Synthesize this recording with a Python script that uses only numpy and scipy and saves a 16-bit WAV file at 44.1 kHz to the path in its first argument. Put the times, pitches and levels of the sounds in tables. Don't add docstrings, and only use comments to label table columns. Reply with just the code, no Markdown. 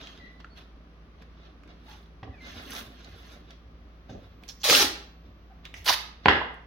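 import sys
import numpy as np
from scipy import signal
from scipy.fft import rfft, irfft, next_fast_len
from scipy.io import wavfile
from scipy.ndimage import uniform_filter1d, minimum_filter1d, map_coordinates

SR = 44100
rng = np.random.default_rng(int(sys.argv[2]) if len(sys.argv) > 2 else 0)


def master(y):
    cut = np.clip(np.atleast_2d(y).T, -1, 1)
    pcm = np.round(cut * 32767)
    wavfile.write(sys.argv[1], SR, pcm.astype(np.int16))


def undo_db(level):
    steps = np.asarray(level, float) / 20
    return 10 ** steps


N = 293706


def unit(x):
    return x / np.sqrt(np.mean(x ** 2) + 1e-20)


def along(points, hz):
    f, v = np.transpose(points)
    return np.interp(np.log(hz + 1), np.log(f + 1), v)


def filtered(x, response):
    m = next_fast_len(x.shape[-1] + 8192)
    return irfft(rfft(x, m) * response(np.fft.rfftfreq(m, 1 / SR)), m)[..., :x.shape[-1]]


def pan(pan_db):
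    return undo_db([[pan_db / 2], [-pan_db / 2]])


def add(track, s, sound):
    part = track[..., round(s * SR):][..., :sound.shape[-1]]
    part += sound[..., :part.shape[-1]]


def wobble(rate):
    at = np.arange(0, N + 16, 16)
    knots = rng.standard_normal(int(N * rate / SR) + 4)
    return np.interp(np.arange(N), at, map_coordinates(knots, [at * rate / SR]))


def gains(rows, grows=1):
    s, db = np.transpose(rows)
    out, t = np.zeros(N), np.arange(s[0], s[-1], 1 / SR)
    swing_db = grows * (db - db.max())
    add(out, s[0], undo_db(np.interp(t, s, db.max() + swing_db)))
    return out


def swells(rows, lift_db=0):
    s, rise, fall, db = np.array([row[:4] for row in rows]).T[..., None]
    t = np.arange(0, N / SR + .002, .001)
    late = t - s
    drop = np.where(late < 0, -late / np.abs(rise), late / np.abs(fall))
    return np.interp(np.arange(N) / SR, t, undo_db(db + lift_db - 20 * drop).sum(axis=0))


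def crackle(spectrum, rate, spread_db, clumps, clump_db):
    size = undo_db(spread_db * np.minimum(rng.exponential(1, N), 3))
    bonds = (rng.random(N) < rate / SR) * rng.standard_normal(N) * size
    bunched = bonds * undo_db(clump_db * wobble(clumps))
    return unit(filtered(bunched, lambda hz: undo_db(along(spectrum, hz))))


def ring(rows, hz, t60):
    out, t = np.zeros(N), np.arange(SR // 4) / SR
    for s, db, *_ in rows:
        add(out, s, undo_db(db - 60 * t / t60) * np.sin(2 * np.pi * hz * t))
    return out


def struck(spectrum, size=8192):
    level = undo_db(along(spectrum, np.fft.rfftfreq(size, 1 / SR)))
    cepstrum = irfft(np.log(level + 1e-6))
    cepstrum[1:size // 2] *= 2
    cepstrum[size // 2 + 1:] = 0
    return irfft(np.exp(rfft(cepstrum)))


def slips(rows, lift_db, cycles, rough):
    out = np.zeros((2, N))
    for s, db, hz, pan_db in rows:
        turns = np.arange(SR // 40) / SR * hz / cycles

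        def band(f):
            return 1 / (1 + (1.5 * np.log((f + 1) / hz)) ** 4) / (1 + (f / 6600) ** 16)

        rasp = unit(filtered(rng.standard_normal(len(turns)), band))
        tone = np.sqrt(2) * np.sin(2 * np.pi * (turns * cycles + rng.random()))
        shape = undo_db(db + lift_db) * turns * np.exp(1 - turns)
        add(out, s - cycles / hz, shape * (tone + rough * rasp) * pan(pan_db))
    return out


# f/Hz, correlation/1
LIKENESS = [(60, -0.35), (150, 0.93), (380, 0.91), (950, 0.056), (2380, -0.035), (5980, -0.092),
            (15000, -0.16)]


def ports(pair):
    def turn(hz):
        return np.arccos(np.clip(along(LIKENESS, np.maximum(hz, 140)), -1, 1)) / 2

    def mid_side(hz):
        return np.sqrt(2) * np.array([np.cos(turn(hz)), np.sin(turn(hz))])

    mid, side = filtered(pair, mid_side)
    return np.array([mid + side, mid - side]) / np.sqrt(2)


# f/Hz, T60/s
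ROOM_T60 = [(100, 0.45), (700, 0.55), (2500, 0.52), (5000, 0.43), (9000, 0.32), (15000, 0.27)]


def paths(near_db, far_db):
    hz, t, z = signal.stft(rng.standard_normal((2, SR * 2 // 3)), SR, nperseg=256)
    tail = signal.istft(z * undo_db(-60 * t / along(ROOM_T60, hz)[:, None]), SR, nperseg=256)[1]
    t = np.arange(tail.shape[1]) / SR
    tail = ports(tail) * np.clip(t / 0.00076, 0, 1)
    near = ports(rng.standard_normal(tail.shape)) * undo_db(-60 * t / 0.032) * np.clip(t / 0.00052, 0, 1)
    answer = undo_db(far_db) * tail / np.linalg.norm(tail[0]) + undo_db(near_db) * near / np.linalg.norm(near[0])
    answer[:, 0] = 1
    spectrum = rfft(answer, SR)
    power = uniform_filter1d(np.abs(spectrum) ** 2, size=200, axis=1)
    return irfft(spectrum / np.sqrt(power), SR)[:, :len(t)]


def room(x, near_db, far_db, pan_db, count=1, dwell=.04):
    x, heard = np.atleast_2d(x), np.zeros((2, N))
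    start, end = np.flatnonzero(np.abs(x[0]) > 1e-8)[[0, -1]]
    place = np.arange(start, end) / SR / dwell
    for k in range(count):
        away = np.abs((place - k + count / 2) % count - count / 2)
        share = np.cos(np.pi / 2 * np.clip(away, 0, 1)) if count > 1 else 1
        add(heard, start / SR, signal.fftconvolve(x[:, start:end] * share, paths(near_db, far_db), axes=1))
    return heard * pan(pan_db)


# f/Hz, level/dB
AIR = [(12, -35), (20, -11), (43, -1), (68, -3.5), (113, -15.5), (167, -14.5), (203, -13), (920, -27),
       (1150, -21), (1360, -26), (3520, -34.5), (6150, -43.5), (7270, -63.5), (11400, -55.5), (15900, -61)]
# f/Hz, density/dB per Hz
BOARDS = [(12, -51), (30, -23.5), (48, -6), (80, 9), (105, 3), (140, -34.5), (300, -120)]
# t/s, rise/s, fall/s, level/dB
SHIFTS = [(.2, .2, .2, -59), (1.13, 0.18, .2, -63), (2.0, 0.26, 0.087, -58), (2.3, 0.044, 0.052, -42),
          (2.53, 0.048, 0.24, -48), (3.1, 0.026, .2, -48), (3.68, 0.043, .2, -49.5),
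          (4.13, 0.14, 0.11, -57), (4.31, 0.34, 0.17, -50), (4.86, 0.22, 0.11, -48.5), (5.3, .2, 0.21, -55),
          (5.8, 0.061, 0.094, -51), (5.92, 0.033, 0.052, -46)]


def air():
    t = np.arange(N) / SR
    phase = 2 * np.pi * np.cumsum(np.where(t < 1.17, 55.95, 57)) / SR
    hum = undo_db(-51.5 + 5 + 1.2 * wobble(9)) * np.sin(phase)
    fan_hz = 163.5
    fan = unit(filtered(rng.standard_normal(N), lambda hz: 1 / (1 + ((hz - fan_hz) / 5) ** 2))) * undo_db(-71)
    fan = fan + undo_db(-61) * np.sin(2 * np.pi * fan_hz * t + 0.5 * wobble(8))
    hiss = filtered(ports(rng.standard_normal((2, N))),
                    lambda hz: undo_db(along(AIR, hz)) * (np.abs(hz - 57) > 9))
    boards = (swells(SHIFTS) + undo_db(-75)) * crackle(BOARDS, 1200, 0.88, 9.0, 0.99)
    return undo_db(-56.5 + 2 + 0.35 * wobble(1.8)) * unit(hiss) + (hum + fan + boards) * pan(-0.8)


# f/Hz, density/dB per Hz
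PAPER = [(410, -12), (700, -1.5), (851, -7.5), (1120, -2.5), (1910, -3.5), (2230, -7.5), (3670, -3.5),
         (5870, -16), (7200, -33), (9360, -61.5), (15800, -120)]
# f/Hz, density/dB per Hz
SHEEN = [(4240, -27.5), (7200, -9.5), (7600, -11), (11700, -3), (15500, -8)]
# f/Hz, density/dB per Hz
BODY = [(59, -35), (100, 1), (146, -8.5), (270, 0), (353, -4.5), (756, -9.5), (1000, -39), (1300, -54),
        (2200, -120)]
# t/s, rise/s, fall/s,
# rustle level/dB, fizz over it/dB
STROKES = [(0.0, 0.0086, 0.36, -46.5, -24), (.404, 0.011, 0.017, -52.5, -28),
           (0.578, 0.025, 0.087, -47.5, -20), (1.22, 0.041, 0.023, -55, -27), (1.455, 0.2, 0.1, -57, -34.5),
           (1.695, 0.059, 0.11, -57.5, -35), (1.91, 0.096, 0.15, -49.5, -16),
           (2.24, 0.0032, 0.01, -51.5, -42), (2.46, 0.067, 0.61, -46, -21), (2.59, 0.08, 0.1, -50, -18),
           (2.78, 0.14, 0.07, -41, -3.5), (3.02, 0.17, 0.46, -63.5, -34.5), (3.33, .6, 0.12, -53.5, -15),
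           (3.502, 0.04, 0.059, -53.5, -27), (4.099, 0.013, 0.064, -50.5, -24),
           (4.24, 0.14, 0.2, -61.5, -19), (4.438, 0.027, 0.1, -59.5, -12), (4.495, 0.019, 0.03, -49, -3),
           (4.625, 0.036, .01, -55.5, -11.5), (5.26, 0.052, .08, -64.5, -32),
           (5.659, 0.018, 0.017, -42.5, -33.5), (5.77, 0.039, 0.19, -54.5, -9),
           (6.256, 0.024, 0.0045, -40, -34.5)]
# t/s, rise/s, fall/s, level/dB
LEANS = [(.02, 0.075, 0.48, -54), (.405, .015, 0.026, -55), (.455, .015, 0.015, -64), (.56, 0.12, .25, -69),
         (1.22, 0.063, 0.049, -59.5), (1.45, 0.061, 0.12, -58.5), (1.7, 0.12, 0.11, -53.5),
         (2.24, 0.0082, 0.077, -42), (2.59, 0.045, 0.082, -55), (2.77, 0.44, 0.43, -48.5),
         (3.11, .1, 0.11, -70), (3.335, 0.1, 0.25, -56.5), (4.102, 0.017, 0.05, -38),
         (4.15, 0.017, 0.083, -42.5), (4.438, 0.036, 0.018, -50.5), (5.3, 0.17, .3, -67.5)]


def hands():
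    fizz = swells(STROKES, np.array(STROKES)[:, -1:]) * crackle(SHEEN, 5300, 2.2, 62, 1.9)
    paper = swells(STROKES) * crackle(PAPER, 7000, 2.7, 60, 0.82)
    wood = (swells(LEANS) + undo_db(-65.5)) * crackle(BODY, 1500, 1.5, 25, 2)
    return paper + fizz + wood


# t/s, length/s, start f/Hz, end f/Hz, level/dB
SQUEAKS = [
    (.01, 0.125, 3240, 3200, -63.5),
    (0.197, .095, 1985, 1982, -59),
    (.3, 0.09, 2000, 1980, -74),
    (0.502, 0.045, 4430, 4400, -71),
    (1.88, .08, 860, 850, -66),
    (2.307, .08, 2050, 1510, -67),
    (2.336, 0.07, 2550, 2200, -66),
    (2.406, .065, 2070, 2090, -57.5),
    (5.5, 0.03, 770, 752, -64),
]


def squeaks():
    out = np.zeros(N)
    shake, drift = undo_db(1.6 * wobble(90)), .7 * wobble(150)
    for s, length, start_hz, end_hz, db in SQUEAKS:
        t = np.arange(int(length * SR)) / SR
        glide_hz = start_hz + (end_hz - start_hz) * t / length
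        phase = 2 * np.pi * np.cumsum(glide_hz) / SR + drift[round(s * SR):][:len(t)]
        octave = undo_db(-13) * min(1, 2000 / start_hz) ** 2 * np.sin(2 * phase)
        shape = undo_db(db + 9.5) * np.sin(np.pi * t / length) ** 0.099
        add(out, s, shape * (np.sin(phase) + octave))
    return out * shake


# f/Hz, density/dB per Hz
EDGE = [(2410, -29.5), (4100, -14.5), (5190, -7), (6460, -7), (7100, -19.5), (9230, -43.5), (15600, -120)]
# t/s, rise/s, fall/s, level/dB
SCUFFS = [(.04, 0.12, 0.15, -60), (1.91, 0.056, .1, -60.5), (2.47, 0.072, 0.16, -57.5),
          (2.58, .1, 0.1, -63.5), (2.99, .05, 0.28, -67), (2.72, 0.047, .05, -49), (2.79, .07, 0.036, -46),
          (3.34, 0.19, 0.048, -62.5), (4.1, 0.012, .08, -60.5), (4.5, 0.014, .05, -56),
          (4.618, .03, .03, -51.5), (5.75, 0.011, 0.095, -52)]


def scuffs():
    return swells(SCUFFS) * crackle(EDGE, 6000, 2.5, 90, 1.5)


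def snaps(rows, t60):
    out, t = np.zeros((2, N)), np.arange(SR // 8) / SR
    for s, db, colour_hz, fizz_db, pan_db in rows:
        def colours(hz):
            peak = 0.056 + 1 / (1 + (3 * np.log((hz + 1) / colour_hz)) ** 2)
            broad = peak / (1 + (hz / 6800) ** 16) / (1 + (700 / (hz + 1)) ** 3)
            return np.array([broad, undo_db(along(SHEEN, hz))])

        noise = filtered(rng.standard_normal((2, len(t))), colours)
        pop = (1300 / colour_hz) ** 2 * np.sin(2 * np.pi * colour_hz * t)
        burst = unit(noise[0]) + pop + undo_db(fizz_db) * unit(noise[1])
        add(out, s, burst * undo_db(db - 2.0 - 60 * t / t60) * pan(pan_db))
    return out


# t/s, peak level/dB, colour f/Hz, fizz/dB, left-right/dB
CREASES = [(0.0715, -36, 3000, -34, -4), (0.175, -49, 3240, -36, -1), (0.4021, -40.5, 1150, -31, -3),
           (0.4445, -36.5, 1360, -50, 0), (0.5748, -47, 3240, -38, 6.5), (1.2223, -42.5, 1630, -19, 1),
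           (1.6355, -45.5, 1510, -41.5, -4), (1.677, -45, 1620, -41, 0), (2.6923, -45, 1210, -10, 0.5),
           (2.7063, -37.5, 1820, 3.5, -3), (2.7334, -36, 1120, -2.5, -9), (2.7484, -45, 1170, -12.5, 3.5),
           (2.7637, -32, 3690, -11.5, -9.5), (3.046, -40, 3900, -34, -7), (3.0887, -54, 3065, -33, -2.5),
           (3.507, -40, 3300, -30, -1), (4.2347, -56, 1005, -30, -2)]
# t/s, peak level/dB, colour f/Hz, fizz/dB, left-right/dB
TACKS = [
    (4.4262, -51, 1060, -40, -5),
    (4.4366, -36.5, 2920, -25.5, -3.5),
    (4.4805, -40.5, 5900, -27.5, -16.5),
    (4.4877, -31, 5740, -8.5, -10.5),
    (4.616, -35.5, 6000, -29, -0.5),
    (4.6337, -23.5, 3610, -19, -6),
    (5.6531, -27, 3100, -21.5, -2.5),
    (5.741, -21.5, 1970, -21, -3),
    (5.7834, -51, 3320, 4, -7.5),
    (6.543, -61, 5000, 4.5, -6),
]


def clicks():
    return snaps(CREASES, t60=0.011) + snaps(TACKS, t60=0.0061)


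# t/s, peak level/dB, f/Hz, left-right/dB
DENTS = [
    (.177, -44, 3300, 0),
    (.446, -37.5, 1330, -1),
    (1.99, -58, 3700, -1),
    (2.03, -55, 3800, -1),
    (2.06, -56, 3650, -1),
]


def dents():
    return slips(DENTS, lift_db=-1, cycles=1.35, rough=0.53)


# t/s, peak level/dB, click level/dB
KNOCKS = [
    (2.23, -28.5, -6.5),
    (2.275, -39.5, -72),
    (3.095, -54, -50),
    (4.094, -37.5, -8.5),
    (4.149, -46.5, -20),
    (4.225, -50.5, -9.5),
]
# f/Hz, level/dB, T60/s
PANEL_MODES = [(110, 1, 0.13), (170, -2, 0.048), (261, -3.5, 0.09), (414.6, -1.5, 0.061),
               (557.4, -1, 0.058), (760, 4, .05), (1166, -2, 0.034)]


def knocks():
    out, t = np.zeros(N), np.arange(SR // 3) / SR
    for s, db, click_db in KNOCKS:
        panels = 0
        for hz, level, t60 in PANEL_MODES:
            panels = panels + undo_db(level + rng.normal(0, 6.0) - 60 * t / t60) * np.sin(2 * np.pi * hz * t)
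        click = unit(filtered(rng.standard_normal(len(t)),
                              lambda hz: undo_db(along(PAPER, hz)) / (1 + (hz / 4300) ** 4)))
        click = click * undo_db(click_db + 7.5 - 60 * t / 0.032)
        add(out, s, undo_db(db - 7) * (panels + click) * (1 - np.exp(-t / 0.001)))
    return out


# t/s, peak level/dB, f/Hz, left-right/dB
CRUMPLES = [(2.6843, -52, 2080, -3), (2.6988, -41, 1790, -1), (2.7055, -46, 3200, 0),
            (2.7201, -33.5, 3250, -2), (2.7263, -44, 3350, -2), (2.7341, -40, 3550, -3),
            (2.7511, -32, 3800, -4), (2.7583, -51, 3020, -1), (2.7654, -33.5, 3460, -5),
            (2.7742, -43, 3170, 0), (2.7808, -37, 3180, -2), (2.792, -37.5, 3440, 0),
            (2.8122, -43, 1760, -1), (2.8212, -46, 1720, -8), (2.8282, -67, 2810, -4)]
# t/s, peak level/dB, f/Hz, left-right/dB
STICKS = [(4.4854, -43.5, 5810, -6), (4.4895, -34.5, 5680, -5), (4.4951, -37, 5580, -6.5),
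          (4.5003, -40, 5350, -4.5), (4.5049, -43, 4910, -3), (4.509, -44, 5360, -4),
          (4.5182, -44.5, 5170, -3), (4.5225, -50.5, 5730, -2)]


def touches():
    return slips(CRUMPLES, lift_db=-7, cycles=4.3, rough=1.1) + slips(STICKS, lift_db=-4.5, cycles=6.4, rough=0.98)


# t/s, level/dB
PEEL = [
    (4.633, -38),
    (4.644, -24.5),
    (4.675, -26.5),
    (4.705, -17.5),
    (4.73, -19),
    (4.757, -18),
    (4.8, -22.5),
    (4.82, -19.5),
    (4.885, -42.5),
]
# f/Hz, density/dB per Hz
GLUE = [(500, -38.5), (850, -6), (885, -17.5), (1050, -10.5), (1640, -9), (2530, -10), (4300, -5.5),
        (5590, -17), (9460, -120)]
# f/Hz, density/dB per Hz
FIZZ = [(4240, -32), (7200, -6), (8290, -6.5), (11800, -6), (15500, -8)]
# f/Hz, density/dB per Hz
SPAN = [(59, -53), (100, -23), (372, 1.5), (591, -0.5), (891, -19), (1100, -21.5), (1430, -23.5),
        (2420, -120)]
# t/s, rise/s, fall/s, level/dB
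JERKS = [
    (4.68, 0.017, 0.061, -41),
    (4.725, 0.082, 0.021, -36.5),
    (4.82, 0.093, 0.088, -32.5),
]
# t/s, peak level/dB
TWANGS = [
    (4.706, -23),
    (4.836, -28.5),
]


def peel():
    effort = gains(PEEL)
    tugs = crackle(SPAN, 500, 4.8, 70, 1.84) * swells(JERKS) * (effort > 1e-6)
    edge = undo_db(-4.5) * crackle(EDGE, 12000, 1.3, 220, 2.1)
    fizz = undo_db(-7) * gains(PEEL, grows=0.83) * crackle(FIZZ, 14200, 1.6, 160, 0.73)
    glue = effort * (crackle(GLUE, 8000, 3.2, 150, 1.0) + edge)
    return glue + fizz + tugs + ring(TWANGS, hz=270, t60=0.13)


# t/s, peak level/dB, f/Hz, left-right/dB
RIPS = [(4.6421, -20.5, 3770, -1), (4.6518, -22.5, 3570, -0.5), (4.6662, -24, 3210, -1.5),
        (4.6764, -22, 4130, 1.5), (4.6868, -17.5, 3780, -1.5), (4.6928, -15, 3240, -1),
        (4.6986, -12.5, 2400, -5), (4.7091, -13.5, 2370, 0), (4.7265, -17.5, 1296, -2),
        (4.7339, -18, 1990, -1), (4.7393, -15.5, 4690, -2.5), (4.75, -9.5, 2980, -3),
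        (4.7566, -12, 2890, -1), (4.7676, -12, 3340, -0.5), (4.7774, -15, 4185, -1), (4.7834, -15, 6230, 4),
        (4.7973, -14.5, 5630, -1), (4.8035, -19.5, 3930, 0.5), (4.8097, -13.5, 3904, 2.5),
        (4.8276, -14, 3340, 0), (4.84, -18, 4300, -2.5), (4.8521, -20.5, 3320, -4)]
# t/s, peak level/dB, f/Hz, left-right/dB
PLUCKS = [(4.6553, -27, 620, -2.5), (4.6785, -22, 620, -1.5), (4.6898, -25.5, 494, 0.5),
          (4.6983, -19, 540, -1), (4.714, -22, 332, -1.5), (4.7294, -17, 594, -2),
          (4.7405, -24.5, 537, -3.5), (4.7617, -31.5, 530, -0.5), (4.7701, -29, 590, -3.5),
          (4.7841, -26, 640, -2), (4.7988, -23, 779.5, -1), (4.8084, -27, 373.5, 2.5),
          (4.825, -24, 384, -2), (4.843, -29, 330, -0.5)]


def glue_slips():
    return slips(RIPS, lift_db=-8, cycles=2.6, rough=1.3) + slips(PLUCKS, lift_db=-4, cycles=1.2, rough=0.18)


# t/s, level/dB
TEAR = [
    (5.844, -51),
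    (5.868, -29.5),
    (5.878, -27),
    (5.892, -17.5),
    (5.906, -23),
    (5.912, -34),
    (5.922, -27.5),
    (5.944, -28.5),
]
# f/Hz, density/dB per Hz
FIBRE = [(1100, -34), (2000, -13), (3000, 1), (4500, 2.5), (6200, -3.5), (7200, -17.5), (9400, -61),
         (15800, -120)]
# f/Hz, density/dB per Hz
FLAP = [(180, -56), (350, -11.5), (700, -0.5), (1130, 3), (1700, 3), (2300, 0), (3200, -44), (5300, -120)]
# t/s, rise/s, fall/s, level/dB
FLAPS = [
    (5.866, 0.012, .02, -35.5),
    (5.895, 0.024, 0.026, -20),
    (5.935, 0.043, .03, -35.5),
]


def tear():
    effort = gains(TEAR)
    flap = swells(FLAPS) * (effort > 1e-6) * crackle(FLAP, 3000, 2.7, 150, 2)
    fibres = effort * crackle(FIBRE, 7300, 3.8, 300, 2.0)
    sheen = undo_db(-13) * gains(TEAR, grows=.5) * crackle(SHEEN, 9000, 2.2, 300, 1.8)
    return fibres + flap + sheen


# t/s, peak level/dB, f/Hz, left-right/dB
PARTS = [(5.8467, -39.5, 3340, 0.5), (5.8579, -33, 3620, -1.5), (5.8641, -25.5, 4300, -5),
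         (5.8789, -16, 3040, -2), (5.885, -16.5, 2990, -1.5), (5.8915, -12.5, 4330, 2.5),
         (5.8973, -15, 4450, -3), (5.9089, -25.5, 3440, 1.5), (5.9168, -21.5, 4750, -4),
         (5.9278, -22, 4260, -4), (5.9395, -22, 3320, 4.5), (5.9449, -25, 3080, 1)]
# t/s, peak level/dB, f/Hz, left-right/dB
WHIPS = [(5.8704, -28.5, 780, -0.5), (5.879, -30, 1100, 0), (5.889, -12, 1664, -0.5),
         (5.8939, -23, 1133, -2.5), (5.8989, -19.5, 973, -7), (5.9048, -18.5, 847, -0.5),
         (5.9228, -28.5, 1640, -9), (5.9268, -20, 1820, -4), (5.9361, -25, 1816, 0.5),
         (5.9413, -25, 1850, -1.5)]


def fibre_slips():
    return slips(PARTS, lift_db=-7, cycles=2.6, rough=1.1) + slips(WHIPS, lift_db=-5.5, cycles=1.3, rough=0.89)


# t/s, peak level/dB, contact brightness f/Hz
LANDING = [
    (6.2588, 0, 2100),
    (6.284, 3.5, 7030),
]
# f/Hz, density/dB per Hz
CORE = [(41, -48.5), (80, 0), (240, -3), (520, -6.5), (950, -1), (1250, -5), (1600, -0.5), (2300, -7),
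        (3000, -8.5), (4400, -17), (5400, -27), (9000, -59), (12000, -94)]
# t/s, level/dB, f/Hz
RIMS = [
    (6.2581, -8.5, 1300),
    (6.2606, -12.5, 790),
    (6.2843, -4, 2110),
    (6.2855, -14.5, 2900),
    (6.296, -20.5, 3270),
    (6.4155, -20, 1000),
]


def roll():
    blows, t = np.zeros(N), np.arange(SR // 20) / SR
    for s, db, contact_hz in LANDING:
        blow = signal.lfilter(*signal.butter(1, contact_hz, fs=SR), struck(CORE))
        blow = signal.lfilter(*signal.butter(1, 0.042 * contact_hz, 'high', fs=SR), blow)
        add(blows, s - .0003, -undo_db(db) * blow / np.abs(blow).max())
        spray = filtered(rng.standard_normal(len(t)), lambda hz: undo_db(along(SHEEN, hz)))
        add(blows, s, spray * undo_db(db - 43.5 - 60 * t / 0.0088))
    soften = signal.butter(3, 5000, fs=SR)
    for s, db, hz in RIMS:
        rim = ring([(0, db)], hz, t60=13.5 / hz)[:len(t)]
        add(blows, s, -signal.lfilter(*soften, rim))
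    heard = room(blows, -5.5, -1.3, -1.6) * undo_db(5.5)
    for port, (delay, db) in enumerate([(.0021, -15), (.0041, -11)]):
        add(heard[port], delay, undo_db(db) * blows)
    return heard + undo_db(-9) * ring(LANDING, hz=998, t60=0.022)


# f/Hz, level/dB, T60/s
FLOOR_MODES = [(66.1, 0.5, 0.68), (121.8, -4.5, 0.34)]


def thud():
    out, t = np.zeros(N), np.arange(SR // 2) / SR
    for hz, db, t60 in FLOOR_MODES:
        add(out, LANDING[0][0], undo_db(-32.5 + db - 60 * t / t60) * np.sin(2 * np.pi * hz * t))
    return out * pan(-0.8)


def scene():
    cabinet = room(hands(), 14, 0.5, -2.2, count=3, dwell=.05) + room(squeaks(), -4.0, -2.2, -1.3)
    paper = room(scuffs(), 5, -1.5, -2.2, count=2, dwell=.05) + room(dents(), -3.5, -10, 0, count=2, dwell=0.23)
    taps = room(clicks(), 0, -0.94, 0, count=2, dwell=0.14) + room(knocks(), -14.0, -2.8, -1)
    touch = room(touches(), 1, -8.5, 0, count=3, dwell=0.013)
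    pull = room(peel(), 9.5, 1.4, -1.3, count=4) + room(glue_slips(), -2.5, -5, 0, count=3)
    rip = room(tear(), 1.5, -2.5, -3.5, count=3, dwell=0.019)
    rip = rip + room(fibre_slips(), -3.5, -10.5, 0, count=3, dwell=.021)
    return air() + cabinet + paper + taps + touch + pull + rip + roll() + thud()


def low_pass(x):
    return signal.sosfilt(signal.butter(12, 16460, fs=SR, output="sos"), x)


def record(dry):
    band = filtered(dry, lambda hz: (hz < 15850) * hz ** 2 / (hz ** 2 + 35 ** 2))
    needed = np.minimum(1, .99 / (np.abs(band).max(axis=0) + 1e-9))
    held = uniform_filter1d(minimum_filter1d(needed, size=41), size=21)
    return low_pass(band * held)


dry = scene()
out = record(dry)
master(out)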